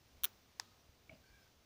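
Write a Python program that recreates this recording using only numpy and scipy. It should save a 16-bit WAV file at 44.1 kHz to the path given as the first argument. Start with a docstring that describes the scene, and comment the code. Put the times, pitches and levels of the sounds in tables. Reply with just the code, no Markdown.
"""A faint hiss of still air over a snowy garden, and a low, uneven rumble from a hand-held camera.
Its mechanism ticks four times in a burst, a button clicks, and the case takes a soft knock: each
contact excites heavily damped resonances, and nearby walls reflect it faintly. Far off are a few
faint chirps and one thin call, probably birds, their tones blurred by travelling many paths."""
import sys
import numpy as np
from scipy import signal
from scipy.fft import rfft, irfft
from scipy.io import wavfile

SR = 44100
rng = np.random.default_rng(int(sys.argv[2]) if len(sys.argv) > 2 else 0)


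def to_wav(sig):
    """Store sig (one row per channel, or 1-D mono) as 16-bit WAV at the path in sys.argv[1].

    Samples outside -1..1 are clipped; the rate is SR.
    """
    pcm = np.clip(np.atleast_2d(sig), -1, 1) * 32767
    pcm = np.round(pcm).astype(np.int16)
    wavfile.write(sys.argv[1], SR, pcm.T)  # frames by channels


N = 72765
T = np.arange(N) / SR

# Noise spectra of the hiss and the rumble. Each row: frequency in Hz, relative density in dB.
AIR_SPECTRUM = [(20, -8), (60, 0.5), (110, 1), (160, -5.5), (260, -5.5), (450, -9), (800, -11),
                (1500, -15.5), (3000, -15.5), (6000, -16.5), (7800, -26), (10000, -28), (13600, -29.5),
                (14700, -19), (15500, -20.5), (15900, -83)]
RUMBLE_SPECTRUM = [(20, -13.5), (45, -2.5), (68, 7), (100, -9.5), (160, -21), (400, -56)]
# Swells of the rumble. Each row: centre in seconds, half length in seconds, level in dB.
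RUMBLE_SWELLS = [(0.147, 0.019, -64.5), (0.185, 0.019, -64), (.235, 0.007, -63.5), (0.899, 0.015, -63),
                 (1.125, 0.037, -70.5), (1.208, 0.011, -67), (1.345, 0.025, -64.5), (1.586, 0.02, -71)]
# Contacts in the mechanism. Each row: time in seconds, gain in dB.
TICK_CONTACTS = [(.23638, -6), (.24290, -.3), (.24708, 0), (.25360, -6)]
# Modes of the struck parts. Each row: frequency in Hz, bandwidth in Hz, relative level in dB.
MECHANISM_RESONANCES = [(1382, 604, -9), (2400, 330, -11.5), (3405, 680, 0), (4340, 400, -13),
                        (5930, 620, -7.5), (7320, 630, -11), (9640, 1250, -11.5), (12150, 2660, -6.5),
                        (15110, 450, 8.5), (16700, 450, -3)]
BUTTON_RESONANCES = [(810, 126, -2.5), (1000, 152, -1), (1772, 380, -1.5), (2517, 260, -9),
                     (3740, 570, -8.5), (5070, 940, -0.5), (6430, 470, -3), (7410, 634, -10.5),
                     (9200, 1630, -16), (11900, 1800, -21.5), (15100, 600, -24)]
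CASE_RESONANCES = [(140, 150, -12.5), (270, 77, -15.5), (630, 92, -16), (1300, 450, -27), (2275, 120, -6.5),
                   (2440, 720, -21)]
# Spectra of the wall reflections. Each row: frequency in Hz, relative density in dB.
TICK_ECHO_SPECTRUM = [(100, -4), (420, 1.5), (700, 0), (1200, 2.5), (3000, -4), (6000, -2.5), (8000, -16.5),
                      (13800, -16), (15400, 4), (16200, -37)]
BUTTON_ECHO_SPECTRUM = [(200, -5), (700, 5.5), (1200, 7), (2500, 0), (3500, 6), (6500, 0.5), (8500, -11),
                        (15000, -17)]
KNOCK_ECHO_SPECTRUM = [(50, -13), (110, 5.5), (280, 8.5), (420, -15), (630, 8.5), (950, -14), (1900, -15.5),
                       (2300, -0.5), (3000, -9.5), (5000, -36)]
# Far chirps. Each row: centre in seconds, half length in seconds, pitch in Hz, level in dB.
BIRD_CHIRPS = [(0.71, 0.016, 4720, -80), (0.801, 0.018, 5760, -76.5), (1.15, 0.0034, 4840, -71),
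               (1.27, 0.025, 4400, -77.5), (1.42, .018, 5200, -76.5)]
# Course of the call's lower tone. Each row: time in seconds, pitch in Hz, level in dB.
CALL_CONTOUR = [(1.189, 1568, -84), (1.264, 1579, -72.5), (1.314, 1595, -73), (1.35, 1615, -68.5),
                (1.396, 1602, -73), (1.48, 1523, -80)]


def amp(db):
    """Amplitude grows tenfold for every 20 dB."""
    return 10 ** (np.asarray(db) / 20)


def noise(spectrum):
    """Spectral shaping: white noise is weighted by (Hz, dB) points and scaled to unit rms."""
    hz, db = np.array(spectrum).T
    f = np.maximum(np.fft.rfftfreq(N, 1 / SR), 1)
    gain = amp(np.interp(np.log(f), np.log(hz), db))
    y = irfft(rfft(rng.standard_normal(N)) * gain, N)
    return y / y.std()


def drift(rate_hz):
    """Low-passed noise wanders smoothly, here with unit spread."""
    f = np.fft.rfftfreq(N, 1 / SR)
    y = irfft(rfft(rng.standard_normal(N)) * np.exp(-(f / rate_hz) ** 2), N)
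    return y / y.std()


def air():
    """Air and microphone hiss are broadband noise, barely wavering in level."""
    level_db = -69 + 0.59 * drift(rate_hz=3.9)
    return amp(level_db) * noise(AIR_SPECTRUM)


def handling():
    """Amplitude modulation: a low rumble swells as the hand shifts."""
    envelope = sum(amp(db) * np.exp(-.5 * ((T - centre) / half_length) ** 2)
                   for centre, half_length, db in RUMBLE_SWELLS)
    return envelope * noise(RUMBLE_SPECTRUM)


def ring(start, modes, lag):
    """Damped modes last inversely to their bandwidth; each pulse peaks lag spreads after start."""
    t, out = T - start, 0
    for hz, bandwidth, db in modes:
        spread = np.sqrt(np.log(2)) / (np.pi * bandwidth)
        pulse = np.exp(-.5 * np.minimum((t / spread - lag) ** 2, 100))
        peak = amp(db) * np.sqrt(2 / np.pi) / (spread * SR)
        out = out + peak * pulse * np.cos(2 * np.pi * hz * t)
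    return out


def echo(start, spectrum, db, build_s, t60, late_db, late_t60):
    """Diffuse reflections build up, then decay at two rates; each t60 is the seconds to fall 60 dB."""
    t = np.maximum(T - start, 0)
    build = 1 - np.exp(-(t / build_s) ** 2)
    early = np.exp(-np.log(1000) * t / t60)
    late = amp(late_db) * np.exp(-np.log(1000) * t / late_t60)
    return amp(db) * build * (early + late) * noise(spectrum)


def mechanism():
    """Impulse excitation: four contacts drive the same bright modes, and the walls reflect each."""
    out = 0
    for start, db in TICK_CONTACTS:
        tick = ring(start, MECHANISM_RESONANCES, lag=0)
        walls = echo(start, TICK_ECHO_SPECTRUM, db=-54, build_s=0.00086, t60=0.095,
                     late_db=-17.5, late_t60=0.66)
        out = out + amp(db) * (tick + walls)
    return out


def blurred_tone(hz, blur_hz, clean):
    """Multipath fading: a tone arrives as a clean share plus a randomly fading one."""
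    phase = 2 * np.pi * np.cumsum(hz * np.ones(N)) / SR
    scattered = (drift(blur_hz) + 1j * drift(blur_hz)) / np.sqrt(2)
    return np.real((clean + scattered) * np.exp(1j * phase))


def button(start=.5987):
    """Heavy damping makes a plastic click dry; reflections and a faint tone linger after it."""
    click = amp(-2.5) * ring(start, BUTTON_RESONANCES, lag=0.43)
    t, t60 = np.maximum(T - start, 0), 0.84
    decay = (t > 0) * np.exp(-np.log(1000) * t / t60)
    tone = amp(-71.5) * decay * blurred_tone(1260, blur_hz=25, clean=0.51)
    walls = echo(start, BUTTON_ECHO_SPECTRUM, db=-60, build_s=0.00067, t60=0.1,
                 late_db=-8, late_t60=0.72)
    return click + walls + tone


def far_chirps():
    """Small birds give brief tone pulses, blurred by multipath and nearly masked by the hiss."""
    out = 0
    for centre, half_length, hz, db in BIRD_CHIRPS:
        envelope = amp(db) * np.exp(-.5 * ((T - centre) / half_length) ** 2)
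        out = out + envelope * blurred_tone(hz, blur_hz=121, clean=0.6)
    return out


def knock(start=1.0952):
    """A soft impact excites the case's modes with a short ping; dull reverberation builds late."""
    case = amp(-1) * ring(start, CASE_RESONANCES, lag=1.38)
    walls = echo(start, KNOCK_ECHO_SPECTRUM, db=-51.5, build_s=.024, t60=0.2,
                 late_db=-16.5, late_t60=0.36)
    return case + walls


def far_call():
    """Scattering among trees smears a thin whistle of nearly level pitch and its weak upper tone."""
    times, hz, db = np.array(CALL_CONTOUR).T
    lower = blurred_tone(np.interp(T, times, hz), blur_hz=75, clean=.2)
    upper = amp(-7) * blurred_tone(2320, blur_hz=75, clean=.2)
    envelope = amp(np.interp(T, times, db, left=-np.inf, right=-np.inf))
    return envelope * (lower + upper)


def scene():
    """Superposition: the pressures of all sources add at one point."""
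    return (air() + handling() + mechanism() + button() + far_chirps() + knock() + far_call())[None]


def record(dry):
    """An elliptic low-pass filter cuts the highest treble steeply."""
    cutoff_hz = 16600
    return signal.sosfilt(signal.ellip(8, .2, 70, cutoff_hz, fs=SR, output="sos"), dry)


dry = scene()
out = record(dry)
to_wav(out)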